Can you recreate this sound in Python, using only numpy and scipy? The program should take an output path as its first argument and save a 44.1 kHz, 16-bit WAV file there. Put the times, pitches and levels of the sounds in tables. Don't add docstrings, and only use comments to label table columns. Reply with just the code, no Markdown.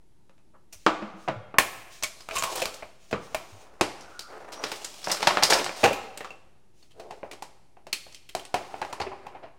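import sys
import numpy as np
from scipy import signal
from scipy.fft import rfft, irfft, next_fast_len
from scipy.io import wavfile

SR = 44100
rng = np.random.default_rng(int(sys.argv[2]) if len(sys.argv) > 2 else 0)


def transcribe(u):
    v = np.clip(np.atleast_2d(u).T, -1, 1)
    q = np.round(v * 32767).astype(np.int16)
    wavfile.write(sys.argv[1], SR, q)


N = 422478
SIZE = 8192
HZ = np.maximum(np.arange(SIZE // 2 + 1) * SR / SIZE, 1)

# frequency_hz, level_db
HOB_BODY = [(29, -55), (50, -24), (507, -8.5), (802, -6), (1330, -8.5), (1910, -19), (2560, -18),
            (2950, -20), (3330, -19), (7390, -19), (16000, -48)]


def undb(db):
    return 10 ** (np.asarray(db) / 20)


def add(track, start_s, sound):
    start = max(int(start_s * SR), 0)
    part = sound[:max(N - start, 0)]
    track[start:start + len(part)] += part


def shape(points, hz):
    points_hz, level_db = np.transpose(points)
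    return undb(np.interp(np.log(np.maximum(hz, 1)), np.log(points_hz), level_db))


def colour(sound, points):
    size = next_fast_len(len(sound))
    gain = shape(points, np.arange(size // 2 + 1) * SR / size)
    filtered = irfft(rfft(sound, size) * gain, size)[:len(sound)]
    return filtered / np.std(filtered)


def causal(gain):
    cepstrum = irfft(np.log(gain + 1e-9))
    cepstrum[1:SIZE // 2] *= 2
    cepstrum[SIZE // 2 + 1:] = 0
    return np.exp(rfft(cepstrum))


def resonance(pitch_hz, width_hz):
    return 1 / (1 + ((HZ / pitch_hz - pitch_hz / HZ) * pitch_hz / width_hz) ** 2)


def stroke(length_s, attack_s=0.04, release_s=0.078):
    t = np.arange(int(length_s * SR)) / SR
    return np.clip(np.minimum(t / attack_s, (length_s - t) / release_s), 0, 1)


def contact(chatter_ms, rattle_db, rattle_ms, uneven_db=4.0):
    t_ms = np.arange(SIZE) / SR * 1000
    chatter_ms = max(chatter_ms, 1)
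    push = np.exp(-t_ms / chatter_ms) + undb(rattle_db) * np.exp(-t_ms / rattle_ms)
    wobble = np.interp(t_ms, np.arange(200), rng.standard_normal(200))
    bounces = undb(uneven_db * wobble * np.minimum(t_ms / 10, 1))
    onset = 1 - np.exp(-t_ms / (.02 * chatter_ms ** 2))
    force = rfft(rng.standard_normal(SIZE) * push * bounces * onset)
    reach_hz = 60 + HZ / 10
    low, high = np.maximum(HZ - reach_hz, 1), np.minimum(HZ + reach_hz, SR / 2)
    total = np.cumsum(np.abs(force) ** 2)
    nearby_power = (np.interp(high, HZ, total) - np.interp(low, HZ, total)) / (high - low) * SR / SIZE
    return force / causal(np.sqrt(nearby_power + 1e-12))


def strike(hits, body, modes, body_db, thump_db, clack_db, clack_share,
           rattle_db, rattle_ms, room_db, ring_db, ring_q):
    band_edges = (70, 350, 1400, 4500, 16000)
    edges = np.array(band_edges)
    centres = np.sqrt(edges[1:] * edges[:-1])
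    bands = (HZ >= edges[:-1, None]) & (HZ < edges[1:, None])
    body_power = (undb(body_db) * shape(body, HZ)) ** 2
    mode_powers = np.array([undb(db) ** 2 * resonance(hz, width) for hz, width, db in modes])
    scatter_db = 9
    room_share = 0.29
    echo_db, echo_range_ms = -14.5, (.4, 1.4)
    out = np.zeros((2, N))
    for start_s, level_db, bright_db, chatter_ms, pitch_hz in hits:
        rings = undb(scatter_db * rng.standard_normal(len(modes))) ** 2 @ mode_powers
        force = contact(chatter_ms, rattle_db, rattle_ms)
        band_db = level_db + np.array([thump_db, 0, clack_db + clack_share * bright_db, bright_db])
        lag_s = np.interp(rng.random(), [0, 1], echo_range_ms) / 1000
        direct = force * (1 + undb(echo_db) * np.exp(-2j * np.pi * HZ * lag_s))
        diffuse = force / causal(np.abs(force))
        pitch_peak = undb(ring_db) ** 2 * resonance(pitch_hz, pitch_hz / ring_q)
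        for track, share, push in zip(out, (1, room_share), (direct, diffuse)):
            gain = voice = np.sqrt(body_power + share * rings)
            tilt_db = 0
            for _ in centres:
                tilt_db = tilt_db + band_db - 10 * np.log10(bands @ gain ** 2 * 2 / SIZE)
                gain = voice * shape(np.column_stack([centres, tilt_db]), HZ)
            pitched = gain * np.sqrt(1 + share * pitch_peak)
            pitched *= np.linalg.norm(gain) / np.linalg.norm(pitched)
            add(track, start_s, irfft(push * causal(pitched)))
    return out * undb([[0], [room_db]])


def house_hum(level_db=-64):
    # frequency_hz, level_db
    hum_tone = [(12, -38.5), (24, -21.5), (36, -16), (65, -22.5), (158, -22.5), (260, -28.5), (365, -24.5),
                (480, -36.5), (800, -37.5), (897, -35), (1030, -44), (2020, -47), (11000, -52.5),
                (16000, -70)]
    return undb(level_db) * colour(rng.standard_normal(N), hum_tone)


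def kitchen_echo(sound, early_db=-6.5, early_fade_s=0.22, late_db=-12, late_fade_s=1.0, high_fade_s=0.82):
    t = np.arange(int(1.3 * SR)) / SR
    hz = np.maximum(np.arange(len(t) // 2 + 1) * SR / len(t), 1)
    build_up = np.clip((t - .004) / .008, 0, 1)
    early = rng.standard_normal(len(t)) * undb(-60 * t / early_fade_s) * build_up
    noise = rfft(rng.standard_normal(len(t)))
    late = np.zeros(len(t))
    octaves_hz = 125 * 2. ** np.arange(8)
    for centre, weights in zip(octaves_hz, np.eye(len(octaves_hz))):
        fade_s = np.interp(np.log(centre), np.log([2000, 14000]), [late_fade_s, high_fade_s])
        band = irfft(noise * np.interp(np.log(hz), np.log(octaves_hz), weights), len(t))
        late += band * undb(-60 * t / fade_s) * build_up
    response = undb(early_db) * early / np.linalg.norm(early) + undb(late_db) * late / np.linalg.norm(late)
    return signal.fftconvolve(sound, response)[:N]


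def brushing(flutter_db=2):
    # start_s, length_s, level_db
    brushes = [(0.709, 0.21, -62.5), (1.152, .2, -63), (1.887, 0.16, -53), (2.13, 0.34, -65),
               (2.986, 0.31, -63.5), (3.202, .49, -60.5), (4.05, .2, -65), (6.73, .22, -71)]
    # frequency_hz, level_db
    brush_tone = [(800, -19.5), (2500, -0.5), (4500, -2), (6500, 0.5), (8200, -6.5), (9800, -6),
                  (11500, -22), (14500, -11.5), (16000, -17.5)]
    flutter = np.interp(np.arange(N), np.linspace(0, N, 400), rng.standard_normal(400))
    pressure = np.zeros(N)
    for start_s, length_s, level_db in brushes:
        add(pressure, start_s, undb(level_db) * stroke(length_s))
    return pressure * undb(flutter_db * flutter) * colour(rng.standard_normal(N), brush_tone)


def worktop_bumps(attack_s=0.0037, fade_s=0.15):
    # start_s, pitch_hz, level_db
    bumps = [(0.755, 82.6, -49), (1.024, 218, -29), (1.138, 188, -38), (1.291, 140, -30.5),
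             (1.362, 116, -31.5), (1.771, 113, -49), (3.134, 136, -31.5), (3.524, 95.7, -40.5),
             (9.01, 79, -34)]
    t = np.arange(int(.4 * SR)) / SR
    out = np.zeros(N)
    for start_s, pitch_hz, level_db in bumps:
        loudness = undb(level_db - 60 * t / fade_s) * (1 - np.exp(-t / attack_s))
        add(out, start_s, loudness * np.sin(2 * np.pi * pitch_hz * t))
    return out


def rubbing(slips_per_s=1300, spread_db=2.5, slip_s=0.0041):
    # start_s, length_s, scrape_db, hiss_db
    rubs = [(2.11, 0.32, -61.5, -87), (2.304, 0.32, -45, -45), (2.495, 0.22, -40.5, -41),
            (2.67, 0.18, -52, -56), (3.198, 1, -58, -73.5), (4.261, 0.44, -46, -65),
            (4.608, 0.29, -49.5, -48), (4.86, 0.64, -56, -50), (5.166, 0.47, -39, -59.5),
            (5.473, 0.17, -31, -41), (5.734, 0.21, -47, -44), (6.933, .4, -64, -70.5),
            (8.55, 0.42, -51.5, -60.5), (8.86, 0.59, -53, -78)]
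    # frequency_hz, level_db
    scrape_tone = [(150, -10.5), (330, 4), (600, 9.5), (1300, 2), (2500, -10), (5000, -50)]
    # frequency_hz, level_db
    hiss_tone = [(1200, -26), (2800, -0.5), (5500, -0.5), (9000, -6.5), (13000, -16.5), (16000, -16.5)]
    slipping = rng.random(N) < slips_per_s / SR
    slips = slipping * undb(spread_db * np.minimum(rng.exponential(size=N), 4))
    rasp = signal.lfilter([1], [1, -np.exp(-1 / (slip_s * SR))], slips) * rng.standard_normal(N)
    scrape, hiss = np.zeros((2, N))
    for start_s, length_s, scrape_db, hiss_db in rubs:
        add(scrape, start_s, undb(scrape_db) * stroke(length_s))
        add(hiss, start_s, undb(hiss_db) * stroke(length_s))
    return scrape * colour(rasp, scrape_tone) + hiss * colour(rasp, hiss_tone)


def creaks():
    # start_s, length_s, start_hz, end_hz, width_hz, level_db
    squeaks = [(0.533, 0.044, 948, 880, 850, -56.5), (2.39, 0.18, 1250, 800, 198, -40),
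               (3.954, 0.51, 1406, 1265, 250, -52.5), (4.539, 0.082, 5840, 5760, 90, -50),
               (6.935, 0.27, 560, 590, 354, -47.5)]
    out = np.zeros(N)
    for start_s, length_s, start_hz, end_hz, width_hz, level_db in squeaks:
        count = int(length_s * SR)
        noise = rng.standard_normal(count) + 1j * rng.standard_normal(count)
        waver = signal.lfilter(*signal.butter(2, width_hz / 2, fs=SR), noise)
        cycles = np.cumsum(np.linspace(start_hz, end_hz, count)) / SR
        tone = np.real(waver * np.exp(2j * np.pi * cycles))
        swell = np.sin(np.linspace(0, np.pi, count))
        add(out, start_s, undb(level_db) * tone / np.std(tone) * swell)
    return out


def ice_clicks():
    # start_s, level_db, bright_db, chatter_ms, pitch_hz
    clicks = [(6.174, -18, 2, 3.8, 8020), (6.825, -35.5, -2, 9.7, 4480), (6.905, -38, 2, 15, 3250),
              (7.312, -18, -1, 8, 2200), (7.928, -13.5, 13, 5.4, 2480), (8.124, -34, 5, 4, 6000),
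              (8.146, -36.5, 16.5, 3.2, 5400), (8.29, -30, 8.5, 6.6, 3120), (8.395, -20.5, -1.5, 4.6, 2850),
              (8.452, -31, 9, 1.4, 8650)]
    # frequency_hz, level_db
    ice_body = [(59, -43), (100, -24), (350, -9), (1060, -11), (1250, -7), (1480, -10), (2520, 0.5),
                (3120, -2.5), (10200, -23), (16000, -42)]
    # pitch_hz, width_hz, level_db
    ice_modes = [(2300, 520, 5), (2630, 69, 10), (3100, 150, 5.8), (4350, 190, 3.6)]
    return strike(clicks, ice_body, ice_modes, body_db=11.5, thump_db=-7, clack_db=2.5, clack_share=0.91,
                  rattle_db=-11.5, rattle_ms=12.5, room_db=-2, ring_db=7.5, ring_q=7.8)


def jug_plunks():
    # start_s, level_db, bright_db, chatter_ms, pitch_hz
    plunks = [(3.81, 9, -8, 4.6, 321), (6.996, -15.5, -8, 7.9, 615), (7.107, -11.5, -10.5, 5.9, 850),
              (7.231, -5.5, -42, 3.3, 570), (7.33, -16.5, -6.5, 6.7, 373), (7.423, -11.5, -3, 4.2, 940),
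              (7.769, -22.5, -28, 4, 735), (7.868, -16.5, -8.5, 4.2, 609), (8.064, -21.5, -24, 4.8, 617),
              (8.35, -2, -4.5, 2.6, 706), (8.542, 6, -11, 3.12, 720), (8.741, -7.5, -26, 2.6, 785),
              (8.816, -3.5, -11.5, 2.4, 890), (8.825, -5.5, -24, 3.1, 1720), (8.849, -9, -13, 3, 814),
              (8.927, -7, -6.5, 5.3, 990), (9.0, -0.5, -13, 6.4, 850), (9.013, -3.5, -15.5, 8.7, 4570),
              (9.066, -5, -36, 8.4, 636), (9.114, -10, -32, 10, 980), (9.266, -12, -15, 4.2, 933),
              (9.347, -13, -29, 12.3, 772), (9.424, -11, -24, 27, 665)]
    # frequency_hz, level_db
    jug_body = [(35, -32), (60, -25), (150, -20), (238, -20), (862, -8.5), (1510, -11.5), (2580, -5),
                (3500, -15.5), (4530, -17), (5720, -22.5), (10300, -37), (16000, -55)]
    # pitch_hz, width_hz, level_db
    jug_modes = [(385, 19, -8), (660, 14, -47), (804, 66, -11), (2670, 180, -11), (4070, 250, -16)]
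    return strike(plunks, jug_body, jug_modes, body_db=6, thump_db=-10.5, clack_db=-2.5, clack_share=0.19,
                  rattle_db=-18.5, rattle_ms=12.4, room_db=-1, ring_db=11, ring_q=6.6)


def hob_knocks():
    # start_s, level_db, bright_db, chatter_ms, pitch_hz
    knocks = [(0.295, -31.5, -15.5, 3, 566), (0.38, -39.5, -10, 2, 2600), (0.864, 13.5, -19, 3, 1195),
              (1.021, -7, -30, 7.6, 345), (1.277, 1.5, -35.5, 6.5, 724), (1.284, 2.5, -23, 3.3, 620),
              (1.541, -7, -38, 3, 1130), (3.11, -14, -6.5, 9, 610), (3.128, 4, -23, 4.5, 650)]
    # pitch_hz, width_hz, level_db
    knock_modes = [(190.6, 31, 11.5), (322, 12, 10.5), (475, 36, -1.5), (515, 130, 7.5), (660, 65, 3),
                   (1197, 42, -1.5), (1285, 13, -3), (1530, 23, -30)]
    return strike(knocks, HOB_BODY, knock_modes, body_db=5, thump_db=-5, clack_db=-0.6, clack_share=0.28,
                  rattle_db=-13.5, rattle_ms=21, room_db=-1, ring_db=7.5, ring_q=14)


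def lid_snaps():
    # start_s, level_db, bright_db, chatter_ms, pitch_hz
    snaps = [(0.725, -25.5, 9, 12.5, 5800), (1.584, 12.5, -3.5, 4.6, 1750), (2.025, -11, -1, 2.7, 6000),
             (2.034, -6, 7.5, 4.3, 2270), (2.207, -25, 1.5, 1.5, 4970), (2.288, -9.5, -8.5, 0.82, 1290),
             (2.31, -7, -13, 2.8, 2360), (2.351, -5, 4, 19, 1120), (2.366, -5, -3.5, 9, 2660),
             (2.382, -12, 9, 8.5, 6990), (2.424, -3, -0.5, 1.6, 1060), (2.435, -3, 1, 6.6, 1130),
             (2.555, -30, 21.5, 6.6, 790), (2.617, 1, -5, 8.2, 514), (2.656, -4.5, -2, 2.8, 4500),
             (2.741, -22, 6, 6.1, 600), (2.823, -9, -30, 8, 2200), (3.346, 1, -7, 4.2, 652)]
    # frequency_hz, level_db
    lid_body = [(41, -23.5), (70, -35), (307, -28), (649, -8.5), (1340, -4), (1730, -7), (3330, -7),
                (7220, -12.5), (12500, -25.5), (16000, -35)]
    # pitch_hz, width_hz, level_db
    lid_modes = [(640, 65, 8), (1080, 59, 6), (1800, 67, -2.5), (2470, 400, 8), (4290, 280, -5)]
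    return strike(snaps, lid_body, lid_modes, body_db=10.5, thump_db=-13.5, clack_db=1.4,
                  clack_share=0.37, rattle_db=-15.5, rattle_ms=22, room_db=-3.5, ring_db=13.5, ring_q=14)


def cube_falls():
    # start_s, level_db, bright_db, chatter_ms, pitch_hz
    falls = [(5.832, 10, -22, 5.2, 520), (5.839, 14.5, -12.5, 3.6, 506), (5.85, 10.5, -18, 3, 495),
             (5.875, 4.5, -22, 4.1, 527), (5.904, 4, -36, 11.4, 510), (5.929, -11, 1, 6.2, 2500),
             (6.206, -8.5, -16, 4, 1900), (6.245, -10.5, -11, 3.9, 1290), (6.305, -15.5, -13.5, 4, 2580)]
    # pitch_hz, width_hz, level_db
    glass_modes = [(545, 150, 6), (778, 60, 1), (1130, 80, -4.5), (2440, 110, -15), (2690, 90, -11.5)]
    return strike(falls, HOB_BODY, glass_modes, body_db=-3, thump_db=-13, clack_db=3, clack_share=0.54,
                  rattle_db=-11, rattle_ms=32, room_db=-3, ring_db=6.5, ring_q=6.4)


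def crackle(start_s=5.02, length_s=0.27, count=14, spread_db=7, chatter_ms=2.9, low_hz=900, high_hz=6000):
    delay, size, brightness, highness = rng.random((count, 4)).T
    progress = (np.arange(count) + delay) / count
    level_db = -18 + spread_db * (2 * size - 1) - 6.5 * (2 * progress - 1) ** 2
    bright_db = spread_db * (2 * brightness - 1)
    pitch_hz = low_hz * (high_hz / low_hz) ** highness
    return list(zip(start_s + length_s * progress, level_db, bright_db, [chatter_ms] * count, pitch_hz))


def tray_cracks():
    # start_s, level_db, bright_db, chatter_ms, pitch_hz
    cracks = [(4.009, -32, 9, 1.5, 5660), (4.193, -18, 8.5, 2.3, 4560), (4.519, -19.5, 5.5, 16.5, 544),
              (4.638, -3.5, -6.5, 5, 5530), (4.667, -13, -12.5, 3.6, 4000), (4.716, -9, -0.5, 7, 850),
              (4.845, -15.5, 8, 5.4, 7400), (5.04, -16, 7, 11, 5300), (5.072, 0, -30, 1.9, 445),
              (5.095, -1.5, -8, 21, 490), (5.115, -10.5, 15, 4.3, 5260), (5.228, -0.5, -3.5, 3.1, 850),
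              (5.271, 10, -4, 5.9, 830), (5.307, 1, -13.5, 2.2, 1080), (5.371, 6.5, -15, 1.8, 1276),
              (5.424, 5.5, -5, 7.9, 896), (5.434, 2, 8.5, 3.1, 5010), (5.499, 0.5, 7.5, 15, 844),
              (5.523, 8, -11.5, 4.2, 1780), (5.533, 0.5, 5.5, 5.5, 5090), (5.586, -7.5, 1.5, 8.2, 2560),
              (5.644, -9.5, 1, 1.2, 7900), (5.663, -3, -17.5, 3, 4570), (5.693, -6, -21, 3, 2490)]
    # frequency_hz, level_db
    tray_body = [(41, -60), (70, -27.5), (195, -2), (262, -28.5), (314, 2.5), (462, -10.5), (579, 9),
                 (797, 7), (3650, -4.5), (5020, -6), (14900, -35), (16000, -37.5)]
    # pitch_hz, width_hz, level_db
    tray_modes = [(470, 140, 12), (860, 90, 9.5), (1800, 110, -2.5), (4000, 140, 0.5), (5050, 150, -9)]
    return strike(cracks + crackle(), tray_body, tray_modes, body_db=14, thump_db=-10.5, clack_db=2.7,
                  clack_share=0.35, rattle_db=-14, rattle_ms=19, room_db=-0.8, ring_db=9, ring_q=7.9)


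def scene():
    direct, to_room = hob_knocks() + cube_falls() + lid_snaps() + tray_cracks() + ice_clicks() + jug_plunks()
    soft_sounds = rubbing() + creaks() + worktop_bumps() + brushing()
    echo = kitchen_echo(to_room + soft_sounds)
    return (direct + soft_sounds + echo + house_hum())[None]


def record(dry, offset=-0.0027, top_hz=15800):
    low_pass = signal.ellip(8, .2, 70, top_hz, fs=SR, output="sos")
    return signal.sosfilt(low_pass, np.clip(dry + offset, -1, 1))


dry = scene()
out = record(dry)
transcribe(out)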